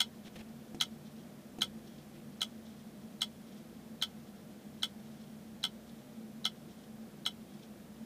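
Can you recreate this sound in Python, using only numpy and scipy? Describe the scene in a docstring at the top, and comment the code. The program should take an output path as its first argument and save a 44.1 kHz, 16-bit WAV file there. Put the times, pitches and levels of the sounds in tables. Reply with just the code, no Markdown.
"""Sharp, ringing clicks, one every 0.8 s, come from a small external hard drive on a wooden desk.
Each time the head arm buzzes, slams into its stop and rebounds twice; the impacts excite the damped
modes of the case. Then the arm seeks faintly. The clicks weaken after the third, as a hand-held camera
backs away. Behind them are a low room hum, two soft bumps of the hand and some faint scrapes."""
import sys
import numpy as np
from scipy import signal
from scipy.fft import rfft, irfft
from scipy.io import wavfile

SR = 44100
rng = np.random.default_rng(int(sys.argv[2]) if len(sys.argv) > 2 else 0)


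def dump_mix(stems):
    """Bounce the given channels to the path in sys.argv[1] as a 16-bit WAV at rate SR."""
    frames = np.atleast_2d(stems).T  # one column per channel
    limited = np.clip(frames, -1, 1)  # hard clip at full scale
    pcm = np.round(limited * 32767).astype(np.int16)
    wavfile.write(sys.argv[1], SR, pcm)


N = 355401

# steady room noise: (frequency [Hz], relative density [dB])
ROOM_SPECTRUM = [(20, -23), (50, -8.5), (75, -12), (125, 1), (185, 6.5), (260, 3.5), (310, -0.5), (500, -4),
                 (750, -6), (900, -12.5), (1600, -15), (2800, -19.5), (7000, -23.5), (15000, -24.5)]
# resonances of the hum: (frequency [Hz], half width [Hz], rms level [dB])
HUM_BANDS = [(57.4, 2.1, -76), (88.2, 3.6, -71.5), (146.8, 6.2, -63.5), (203.2, 12, -60), (221.6, 9, -53.5),
             (249, 8.6, -68.5), (339.2, 8.7, -68.5), (467, 18, -71.5), (506.4, 3.5, -75), (604.4, 5.9, -73)]
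# reverberation of desk and room: (frequency [Hz], t60 [s])
ROOM_T60 = [(200, .2), (1400, .09), (3200, .095), (6000, .09), (14000, .07)]
# bumps of the hand: (time [s], gain [dB])
BUMP_EVENTS = [(.746, -47), (1.586, -47.5)]
# modes that a bump excites: (frequency [Hz], relative level [dB], t60 [s])
THUD_MODES = [(154, -7, 0.4), (261, 3, 0.14), (334.5, 3, 0.18), (447, 2, 0.055), (727, 1.5, 0.051)]
# tick of a bump: (frequency [Hz], relative density [dB])
TICK_SPECTRUM = [(100, -13), (500, 2), (1000, -21), (2200, -5), (4000, -16), (6500, -10), (15000, -25)]
# dry scrapes: (time [s], duration [s], level [dB])
SCRAPE_EVENTS = [(0.243, 0.056, -52), (0.347, 0.032, -54), (0.36, 0.07, -50.5), (2.11, .12, -59)]
# friction noise: (frequency [Hz], relative density [dB])
SCRAPE_SPECTRUM = [(500, 5.5), (1300, -10), (2100, -1.5), (3200, -4), (4500, -11), (6500, -17), (9000, -18),
                   (15000, -24)]
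# sweeps of the arm: (delay after the click [s], duration [s], level relative to the click's gain [dB])
ARM_SWEEPS = [(0.213, 0.084, -71.5), (0.334, 0.083, -75.5), (.19, 0.29, -79)]
# whisper of seeking: (frequency [Hz], relative density [dB])
SEEK_SPECTRUM = [(1000, -13), (2700, -10), (3200, 3), (4000, -2), (4700, -6.5), (5500, -3.5), (7000, -13),
                 (15000, -31)]
# tones of the arm's coil: (frequency [Hz], relative level [dB])
COIL_TONES = [(1720, -52.5), (3050, -51), (3400, -47), (3960, -31.5), (4460, -45)]
# rasp of the coil: (frequency [Hz], relative density [dB])
RASP_SPECTRUM = [(600, -20), (1500, 5), (2500, -20), (4000, -3), (5000, 1), (5700, -1), (6500, -1),
                 (7500, -28), (15000, -15)]
# modes of the case: (frequency [Hz], relative level [dB], t60 [s])
CASE_MODES = [(753, -46, 0.067), (955, -49.5, 0.069), (1302, -38.5, 0.056), (1416, -34, 0.017),
              (1523, -35.5, 0.03), (2107, -36, 0.03), (2890, -47, 0.025), (3058, -22.5, 0.029),
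              (3277, -25.5, 0.031), (3406, -25, 0.03), (3824, -36.5, 0.05), (3990, -29.5, 0.02),
              (4115, -34.5, 0.033), (4440, -38, 0.023), (5375, -27, 0.014), (8390, -49, 0.022)]
# contacts within one blow: (delay [ms], relative level [dB])
CHATTER_CONTACTS = [(.6, 0.5), (1.9, -3.5), (3.4, -3.5)]
# broad resonances of the metal parts: (frequency [Hz], half width [Hz], relative level [dB])
METAL_BANDS = [(1440, 730, -16.5), (3360, 360, -4), (4560, 420, -7), (5330, 110, -11.5), (6420, 740, -9),
               (8405, 120, -11), (9360, 190, -17), (10070, 280, -16.5), (12060, 450, -20.5),
               (13400, 250, -17.5), (14600, 450, -22)]
# the crack weakens, so the clicks grow duller: (time [s], relative level [dB])
CRACK_TREND = [(0, 5.5), (4, 4.5), (7.3, 1.5)]
# blows of the arm on its stop: (time [s], gain [dB], delay of the first rebound [ms])
CLICK_EVENTS = [(.0031, 2.5, 10.4), (0.8092, 2, 10.5), (1.6171, 0.9, 11.5), (2.4151, -1.6, 12.5),
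                (3.2165, -2, 11.2), (4.022, -2, 10.7), (4.83, -2.2, 10.6), (5.6378, -2, 11.3),
                (6.4514, -0.9, 9.9), (7.261, -1.1, 10.5)]

BUZZ_DB = -3.3  # added to the click's gain
REBOUND_GAINS_DB, REBOUND_SPREAD_DB = (-2.5, -16), 1.46
REBOUND_DELAY_RATIO = 2.3  # second rebound to first
RING_TILT_DB_PER_OCTAVE, MODE_SPREAD_DB = 0.4, 1.17
CUTOFF_HZ = 15330


def amp(db):
    return 10 ** (np.asarray(db) / 20)


def unit(x):
    return x / np.sqrt(np.mean(x ** 2) + 1e-20)


def log_interp(points, hz):
    """Linear interpolation of (frequency, value) points on a log-frequency axis."""
    f, value = np.transpose(points)
    return np.interp(np.log(hz + 1), np.log(f + 1), value)


def add(mix, s, sound):
    """Superposition: a sound joins the mix at time s."""
    at = int(round(s * SR))
    sound = sound[max(-at, 0):]
    part = mix[max(at, 0):][:len(sound)]
    part += sound[:len(part)]


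def noise(spectrum, size):
    """Spectral shaping of white noise, scaled to rms 1."""
    hz = np.fft.rfftfreq(size, 1 / SR)
    return unit(irfft(rfft(rng.standard_normal(size)) * amp(log_interp(spectrum, hz)), size))


def wander(rate_hz):
    """Low-pass filtering of noise gives a random curve of rms 1."""
    hz = np.fft.rfftfreq(N, 1 / SR)
    return unit(irfft(rfft(rng.standard_normal(N)) * np.exp(-(hz / rate_hz) ** 2), N))


def resonant_noise(bands, size):
    """Resonance gathers random excitation into bands."""
    hz, out = np.fft.rfftfreq(size, 1 / SR), np.zeros(size)
    for centre, width, db in bands:
        band = irfft(rfft(rng.standard_normal(size)) / (1 + ((hz - centre) / width) ** 2), size)
        out += amp(db) * unit(band)
    return out


def room_hum():
    """Narrow resonances of running machines waver over broadband room noise."""
    return resonant_noise(HUM_BANDS, N) + amp(-55.5) * noise(ROOM_SPECTRUM, N)


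def reverberation(source, delay_s):
    """Diffuse reflections decay exponentially, the treble first."""
    hz, t, spectra = signal.stft(rng.standard_normal(SR // 2), SR, nperseg=256)
    decay = amp(-60 * t / log_interp(ROOM_T60, hz)[:, None])
    tail = signal.istft(spectra * decay, SR, nperseg=256)[1]
    out = np.zeros(N)
    add(out, delay_s, signal.fftconvolve(source, tail / np.linalg.norm(tail)))
    return out


def hand_bumps(tick_t60, tick_db):
    """Soft impacts of the hand on the camera excite low damped modes and a tick."""
    out, t = np.zeros(N), np.arange(8192) / SR
    thud = sum(amp(db - 60 * t / t60) * np.sin(2 * np.pi * hz * t) for hz, db, t60 in THUD_MODES)
    for s, db in BUMP_EVENTS:
        tick = amp(tick_db - 60 * t / tick_t60) * noise(TICK_SPECTRUM, len(t))
        add(out, s, amp(db) * (thud + tick))
    return out


def scrapes(grain_db):
    """Sliding friction gives short strokes of noise, made grainy by random amplitude modulation."""
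    friction = unit(noise(SCRAPE_SPECTRUM, N) * amp(grain_db * wander(rate_hz=62)))
    strokes = np.zeros(N)
    for s, length, db in SCRAPE_EVENTS:
        add(strokes, s, amp(db) * signal.windows.hann(int(length * SR)))
    return strokes * friction


def seeking(idle_db, flutter_db):
    """Amplitude-modulated noise: a whisper swells as the arm sweeps over the spinning platter."""
    envelope = np.full(N, amp(idle_db))
    for s, click_db, _ in CLICK_EVENTS:
        for after_s, length, db in ARM_SWEEPS:
            add(envelope, s + after_s, amp(click_db + db) * signal.windows.hann(int(length * SR)))
    flutter = amp(flutter_db * np.minimum(wander(rate_hz=70), 2))
    return envelope * unit(flutter * noise(SEEK_SPECTRUM, N))


def coil_buzz(t, length_s, t60, rasp_db):
    """Forced vibration: the coil sings and rasps as it flings the arm, then rings down."""
    tones = sum(amp(db) * np.sin(2 * np.pi * hz * (t - length_s / 2)) for hz, db in COIL_TONES)
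    attack = np.minimum(t / 0.00059, 1)
    release = amp(-60 * np.maximum(t - length_s, 0) / t60)
    return attack * release * (tones + amp(rasp_db) * noise(RASP_SPECTRUM, len(t)))


def case_ring(t, swell_s, detune):
    """The normal modes of the case build up while the arm presses on its stop, then decay freely."""
    hz, db, t60 = np.transpose(CASE_MODES)[:, :, None]
    hz = hz * (1 + detune * rng.standard_normal(hz.shape))
    db = db + RING_TILT_DB_PER_OCTAVE * np.log2(hz / np.median(hz))
    db += MODE_SPREAD_DB * rng.standard_normal(hz.shape)
    polarity = (-1) ** np.arange(len(CASE_MODES))[:, None]
    modes = polarity * amp(db - 60 * t / t60) * np.sin(2 * np.pi * hz * t)
    return modes.sum(0) * (1 - np.exp(-(t / swell_s) ** 2))


def crack(t, t60):
    """Contact chatter: each brief, hard touch excites the metal parts over a wide band."""
    out = np.zeros(len(t))
    for ms, db in CHATTER_CONTACTS:
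        add(out, ms * 1e-3, amp(db - 60 * t / t60) * resonant_noise(METAL_BANDS, len(t)))
    return out


def arm_clicks():
    """Inelastic collision: driven by its coil, the arm hits its stop and rebounds twice."""
    out, t = np.zeros(N), np.arange(4096) / SR
    common_crack = crack(t, t60=0.018)  # the arm lands in nearly the same way every time
    scatters_db = REBOUND_SPREAD_DB * rng.standard_normal((len(CLICK_EVENTS), 2))
    for (s, click_db, rebound_ms), scatter_db in zip(CLICK_EVENTS, scatters_db):
        # a strong push of the coil, then a weaker one just before the blow
        coil = amp(click_db + BUZZ_DB)
        add(out, s - 0.0078, coil * coil_buzz(t, length_s=0.0028, t60=0.011, rasp_db=-48))
        add(out, s - 0.0032, coil * amp(-9.5) * coil_buzz(t, length_s=0.0024, t60=0.0082, rasp_db=-40))
        crack_db = np.interp(s, *np.transpose(CRACK_TREND))
        blow = common_crack + 0.75 * crack(t, t60=0.021)
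        add(out, s, amp(click_db + crack_db - 36.5) * blow)
        ring = case_ring(t, swell_s=0.0014, detune=0.002)
        add(out, s + 0.000896, amp(click_db + 2.14) * ring)
        delays_ms = rebound_ms, rebound_ms * REBOUND_DELAY_RATIO
        for ms, db in zip(delays_ms, scatter_db + REBOUND_GAINS_DB):
            ring = case_ring(t, swell_s=0.0029, detune=0.0047)
            tick = amp(crack_db - 32.5) * crack(t, t60=0.011)
            rebound = tick + amp(0.6 * db + 2.0) * ring  # a lighter rebound has less ring for its tick
            add(out, s + ms * 1e-3, amp(click_db + db) * rebound)
    return out


def scene():
    """Superposition of hum, handling, the drive and its reflections at one point."""
    drive = arm_clicks() + seeking(idle_db=-76, flutter_db=4)
    handling = hand_bumps(tick_t60=0.05, tick_db=-3) + scrapes(grain_db=4.5)
    reflections = amp(-9.0) * reverberation(drive, delay_s=0.004)
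    return (room_hum() + handling + reflections + drive)[None]


def record(dry):
    """Band limiting: a low-pass filter removes the highest treble."""
    lowpass = signal.firwin(511, CUTOFF_HZ, window=("kaiser", 9), fs=SR)
    return signal.oaconvolve(dry, lowpass[None], "same")


dry = scene()
out = record(dry)
dump_mix(out)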